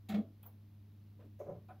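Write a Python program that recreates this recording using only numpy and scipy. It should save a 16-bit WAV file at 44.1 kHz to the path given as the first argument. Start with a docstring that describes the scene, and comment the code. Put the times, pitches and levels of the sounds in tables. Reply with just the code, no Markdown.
"""An electric clock movement in a wooden case, close to the microphone in a small room.
A lever trips with a clattering clunk that makes the case boom, and a steel pawl ticks over a tooth.
The gear train stirs, the linkage knocks softly against the wood, and a light lever clacks on the frame.
Motor and transformer hum underneath. The clock sits near the centre of the stereo image, in faint
room tone."""
import sys
import numpy as np
from scipy import signal
from scipy.fft import rfft, irfft, next_fast_len
from scipy.io import wavfile
from scipy.ndimage import map_coordinates

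SR = 44100
rng = np.random.default_rng(int(sys.argv[2]) if len(sys.argv) > 2 else 0)


def put_to_file(sound):
    """Save the sound as 16-bit audio at rate SR, in the file named by the first command-line argument."""
    columns = np.atleast_2d(sound).T  # one column per channel
    safe = np.clip(columns, -1, 1)
    whole_steps = np.round(safe * 32767)
    wavfile.write(sys.argv[1], SR, whole_steps.astype(np.int16))


N = 79380
T = np.arange(N) / SR

# The lever's contacts. Each row: start in seconds, then brass, steel edge and wood levels in dB.
LEVER_CONTACTS = [(.086, -55.5, -53.5, -66), (.094, -50.5, -72, -56), (0.115, -53, -88, -46.5),
                  (.139, -48.5, -69, -39.5), (.178, -79, -73.5, -46.5), (.204, -90, -84, -56.5)]
# Ring of the plates and the case. Each row: pitch in Hz, relative level in dB, t60 in seconds.
BRASS_MODES = [(763, 2.5, 0.075), (1856, -9, 0.15), (2195, -7, 0.17), (2680, -8.5, 0.11), (3310, -8.5, 0.2),
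               (3790, -20, 0.062)]
CASE_MODES = [(188, 0, .19), (264, -5, .3), (311, -1, .3), (397, -9, .22), (428, -7, .24), (460, -7, .2),
              (487, -6, .2), (582, -4, .2), (602, -2, .22), (663, -2, .18), (795, -13, .22)]
# Dense resonances of brass, steel edge and wood. Each row: frequency in Hz, relative level in dB.
BRASS_COLOUR = [(300, -6.5), (750, 9.5), (990, -10), (1150, -3), (1700, -3.5), (2300, -3), (2900, -7),
                (3400, -3.5), (4400, -14), (5500, -20), (7000, -24), (8500, -30), (15000, -24)]
EDGE_COLOUR = [(1500, -26), (4000, 9.5), (5400, -9), (7200, 0.5), (8800, -12), (10500, -3), (12200, 1.5),
               (14000, -3), (15600, -1)]
WOOD_COLOUR = [(30, -44), (60, -32.5), (130, -15), (200, 5.5), (320, -0.5), (530, -8), (660, -4.5),
               (850, -27), (1050, -17), (2500, -40), (8000, -63.5)]

def lever():
    """Close to the microphone, the lever falls in several contacts, shaking brass plates and case."""
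    out = np.zeros((2, N))
    for start, brass_db, edge_db, wood_db in LEVER_CONTACTS:
        clatter = burst(start, BRASS_COLOUR, rise=0.0078, hang=0.86)
        brass_ring = amp(-3) * ring(start, BRASS_MODES, rise=0.0027)
        edge = burst(start, EDGE_COLOUR, rise=0.0055, hang=0.96)
        clunk = amp(-3.5) * burst(start, WOOD_COLOUR, rise=0.0033, hang=1.0)
        case_ring = amp(-4) * ring(start, CASE_MODES, rise=0.0033)
        out += amp(brass_db) * (clatter + brass_ring) + amp(edge_db) * edge
        out += amp(wood_db) * (clunk + case_ring)
    return out


# The lever's pushes on the case. Each row: start in seconds, level in dB, hold in seconds, pitch in Hz.
CASE_PUSHES = [(.088, -35.5, 0.035, 208.9), (.130, -30.5, 0.0433, 203.3), (.174, -30, 0.032, 211),
               (.228, -68.5, 0.016, 216.5)]

def case_boom():
    """The case's main resonance swells with each push and dies quickly."""
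    out = np.zeros(N)
    for start, db, hold, hz in CASE_PUSHES:
        swell = onset(start, rise=0.015) * fade(start + hold, t60=0.07)
        out += amp(db) * swell * np.sin(2 * np.pi * hz * (T - start))
    return out


# The pawl's ticks. Each row: start in seconds, then snap, ring, frame body and brightness levels in dB.
PAWL_TICKS = [(.429, -55, -80, -71, -69.5), (0.454, -63, -92, -66.5, -99), (0.461, -56.5, -52.5, -61, -90)]
# Ring of the pawl and the frame. Each row: pitch in Hz, relative level in dB, t60 in seconds.
PAWL_MODES = [(12700, -14, 0.051), (12630, -6, .07), (12900, -6, .07), (15400, -18, 0.12), (15225, 2, .075)]
FRAME_MODES = [(2400, -1, 0.07), (2560, -1, 0.064), (3360, -0.5, 0.083), (3170, -9, 0.1),
               (3520, -17, 0.069)]
# The snap, the frame's body and its bright bite. Each row: frequency in Hz, relative level in dB.
SNAP_COLOUR = [(3000, -32), (7500, -31), (9500, -15), (12200, 2), (14000, -4.5), (15600, -4)]
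FRAME_COLOUR = [(200, -16), (500, -7), (820, 0), (1400, -13.5), (2000, -23), (3200, -31), (4200, -40),
                (8000, -33)]
BITE_COLOUR = [(700, -5), (1200, 8), (1800, 0), (2500, -3), (3300, 4), (4300, -10), (8000, -24)]

def pawl():
    """A small steel pawl snaps over a tooth, rings very high and stirs the frame."""
    out = np.zeros((2, N))
    for start, snap_db, ring_db, frame_db, bright_db in PAWL_TICKS:
        snap = burst(start, SNAP_COLOUR, rise=0.0027, hang=0.14)
        tail = amp(-12) * burst(start, SNAP_COLOUR, rise=0.0065, hang=1.7)
        out += amp(snap_db) * (snap + tail)
        out += amp(ring_db) * ring(start, PAWL_MODES, rise=0.0037)
        out += amp(frame_db) * burst(start, FRAME_COLOUR, rise=0.0025, hang=0.77)
        bite = amp(-1) * burst(start, BITE_COLOUR, rise=0.005, hang=0.8)
        frame_ring = amp(-3) * ring(start, FRAME_MODES, rise=0.0035)
        out += amp(bright_db) * (bite + frame_ring)
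    return out


# Soft knocks. Each row: start in seconds, level in dB, rise in seconds, thud and scrape levels in dB.
LINKAGE_KNOCKS = [(1.389, -66.5, 0.0061, -90, -71), (1.397, -45, 0.011, -62.5, -101),
                  (1.457, -48, 0.015, -51.5, -98), (1.484, -45, 0.015, -66.5, -85),
                  (1.5, -55, .008, -46, -98), (1.54, -57, 0.016, -62.5, -100)]
# The wood's hollow and low rings. Each row: pitch in Hz, relative level in dB, t60 in seconds.
KNOCK_MODES = [(382.2, -5.5, 0.23), (430, -3, 0.23), (499, -11.5, 0.093), (559.7, 4.5, 0.14),
               (585.5, 3, 0.17), (622.4, -13.5, 0.17), (760, -15.5, 0.22), (1004.4, -19, 0.2),
               (2140, -35.5, 0.16)]
THUD_MODES = [(100.2, 0.44, 0.45), (121.8, -1.7, 0.44), (179.5, -1, 0.34)]
# The noisy parts of a knock. Each row: frequency in Hz, relative level in dB.
KNOCK_COLOUR = [(120, -15), (270, -7), (400, 3), (570, 4), (760, -2), (900, -13), (1100, -11.5),
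                (1500, -22.5), (2200, -31.5), (2800, -49), (9000, -60)]
THUD_COLOUR = [(30, -47), (60, -20), (90, 9), (160, 14.5), (250, -11), (340, -10), (500, -25), (1500, -67)]
SCRAPE_COLOUR = [(800, -10), (2200, 7.5), (3200, -6), (4800, -9), (6300, 2), (8500, -14.5), (11000, -10),
                 (13000, 2.5), (15600, -8.5)]

def linkage():
    """The linkage settles against the wood: a hollow knock, a low thud and a faint scrape."""
    out = np.zeros((2, N))
    for start, db, rise, thud_db, scrape_db in LINKAGE_KNOCKS:
        knock = amp(-4) * burst(start, KNOCK_COLOUR, rise, hang=0.88)
        knock += amp(-2) * ring(start, KNOCK_MODES, rise)
        thud = burst(start, THUD_COLOUR, rise, hang=0.61) + ring(start, THUD_MODES, rise)
        scrape = burst(start, SCRAPE_COLOUR, rise, hang=2.04)
        out += amp(db) * knock + amp(thud_db - 2) * thud + amp(scrape_db) * scrape
    return out


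# Light clacks. Each row: start in seconds, level in dB, rise in seconds, steel edge level in dB.
LIGHT_CLACKS = [(1.684, -60, 0.0074, -78), (1.692, -60.5, 0.0058, -89), (1.703, -56, 0.002, -92)]
# A clack's ring. Each row: pitch in Hz, relative level in dB, t60 in seconds.
CLACK_MODES = [(572, -10.5, .3), (738.3, -1.5, 0.15), (1016, -3.5, 0.11), (1275, -6.5, 0.076),
               (1460, -3, 0.076), (1530, -17, 0.2), (2400, -13, .14), (2587, -17, 0.079),
               (3300, -29, 0.077)]
# A clack's body. Each row: frequency in Hz, relative level in dB.
CLACK_COLOUR = [(150, -18), (320, 5), (480, -8), (750, 13), (900, -7), (1450, -3), (2000, -16.5),
                (2500, -15.5), (3000, -30), (3500, -18.5), (4500, -48), (8500, -60), (10300, -24),
                (15000, -52)]

def light_lever():
    """A light lever taps the movement's frame and chatters briefly."""
    out = np.zeros((2, N))
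    for start, db, rise, edge_db in LIGHT_CLACKS:
        clack = burst(start, CLACK_COLOUR, rise, hang=0.99) + ring(start, CLACK_MODES, rise)
        edge = burst(start, EDGE_COLOUR, rise=0.002, hang=0.4)
        out += amp(db - 2) * clack + amp(edge_db) * edge
    return out


# Gear nudges. Each row: start in seconds, body level in dB, rise in seconds, rustle and ring in dB.
GEAR_NUDGES = [(1.187, -66, 0.0089, -74, -63), (1.202, -68, 0.0049, -66.5, -68),
               (1.227, -63, .012, -95, -79), (1.248, -59, 0.0067, -84, -91)]
# A nudge's hollow tap. Each row: pitch in Hz, relative level in dB, t60 in seconds.
NUDGE_MODES = [(430, 0, 0.12), (486, 2.5, 0.23), (585, -5, 0.13), (1000, -9.5, .16)]
# A nudge's dull body and its rustle. Each row: frequency in Hz, relative level in dB.
NUDGE_COLOUR = [(120, -4.5), (290, 5), (400, -4), (520, -3.5), (700, -24), (1200, -40.5)]
RUSTLE_COLOUR = [(400, -21), (600, 11), (800, -6), (1020, -2), (1400, -5.5), (2000, -10), (3400, -16),
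                 (5000, -31), (12000, -40)]

def gear_train():
    """The gears take up their slack, faint even this close: a dull stir, a tap and a little rustle."""
    out = np.zeros((2, N))
    for start, body_db, rise, rustle_db, ring_db in GEAR_NUDGES:
        out += amp(body_db) * burst(start, NUDGE_COLOUR, rise, hang=0.57)
        out += amp(rustle_db) * burst(start, RUSTLE_COLOUR, rise, hang=1.05)
        out += amp(ring_db) * ring(start, NUDGE_MODES, rise)
    return out


# Mains harmonics and one motor tone. Each row: pitch in Hz, rms level in dB.
HUM_TONES = [(100.1, -57), (213.3, -69.5), (300.3, -78), (400.4, -89.5), (500.5, -97.5)]

def hum(waver_hz=9, waver_db=0.3):
    """Transformer and motor hum dead centre, each tone slightly unsteady in level."""
    out = np.zeros(N)
    for hz, db in HUM_TONES:
        waver = map_coordinates(rng.standard_normal(size=64), [T * waver_hz], mode="wrap")
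        tone = np.sqrt(2) * np.sin(2 * np.pi * (hz * T + rng.random()))
        out += amp(db + waver_db * waver) * tone
    return out


# The room's background. Each row: frequency in Hz, relative level in dB.
ROOM_COLOUR = [(20, -36), (45, -7), (75, 2), (125, 0), (165, 0.5), (190, -5.5), (212, 1.5), (240, -9),
               (295, -6.5), (350, -12.5), (500, -20), (800, -24), (1500, -28.5), (3800, -31), (5500, -36),
               (8300, -45.5), (10500, -39), (13000, -33.5), (15600, -34.5)]
# Its stereo spread. Each row: frequency in Hz, side level against mid in dB.
ROOM_WIDTH = [(60, -71), (150, -51), (380, -14.5), (950, -11), (2380, -11.5), (5980, -4.5), (15000, -4.5)]

def room_tone():
    """The small room around the microphone: a steady low rumble with a faint, wider hiss."""
    return amp(-66) * noise(ROOM_COLOUR, ROOM_WIDTH)


# How long sound hangs in the case. Each row: frequency in Hz, t60 in seconds.
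CASE_DECAY = [(100, 0.54), (600, .27), (2000, 0.21), (6000, 0.2), (14000, 0.15)]
# The clock's spread at the microphone. Each row: frequency in Hz, side level against mid in dB.
CLOCK_WIDTH = [(100, -64), (350, -89), (700, -47), (1400, -33), (2800, -35), (5500, -17.5), (9500, -12),
               (13000, -14)]

def burst(start, colour, rise, hang):
    """Many close resonances struck at once; each dies in the case's decay time multiplied by hang."""
    hz, t, bands = signal.stft(noise(colour, CLOCK_WIDTH), SR, nperseg=256)
    t60 = hang * along(CASE_DECAY, hz)[:, None]
    decay = np.exp(-np.log(1000) * np.maximum(t - start - rise, 0) / t60)
    return signal.istft(bands * decay, SR, nperseg=256)[1][:, :N] * onset(start, rise)


def ring(start, modes, rise, scatter_db=1.0):
    """Damped modes of a struck part, their levels a little different at each strike."""
    out = np.zeros(N)
    for hz, db, t60 in modes:
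        gain = amp(db + scatter_db * rng.standard_normal())
        out += gain * np.sin(2 * np.pi * hz * (T - start)) * fade(start + rise, t60)
    return onset(start, rise) * out


def noise(colour, width):
    """Stereo noise of rms 1 with the given colour and spread."""
    hz = np.fft.rfftfreq(N, 1 / SR)
    mid, side = rfft(rng.standard_normal((2, N))) * amp(along(colour, hz))
    side *= amp(along(width, hz))
    stereo = irfft(np.array([mid + side, mid - side]), N)
    return stereo / stereo.std()


def onset(start, rise):
    """A smooth step from 0 to 1 over rise seconds."""
    return np.sin(np.pi / 2 * np.clip((T - start) / rise, 0, 1)) ** 2


def fade(start, t60):
    """Full level until start, then 60 dB down every t60 seconds."""
    return np.exp(-np.log(1000) * np.maximum(T - start, 0) / t60)


def along(points, hz):
    """A curve through (Hz, value) points on a log frequency axis."""
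    point_hz, values = np.transpose(points)
    return np.interp(np.log(hz + 1), np.log(point_hz + 1), values)


def amp(db):
    """Decibels to gain."""
    return 10 ** (np.asarray(db) / 20)


def scene():
    """The movement up close, over its hum and the room tone."""
    movement = lever() + case_boom() + pawl() + gear_train() + linkage() + light_lever()
    return movement + hum() + room_tone()


def record(dry):
    """The recorder keeps nothing above its band limit."""
    top_hz = 15780
    padded = next_fast_len(N + SR // 2)
    passband = np.fft.rfftfreq(padded, 1 / SR) < top_hz
    return irfft(rfft(dry, padded) * passband, padded)[:, :N]


dry = scene()
out = record(dry)
put_to_file(out)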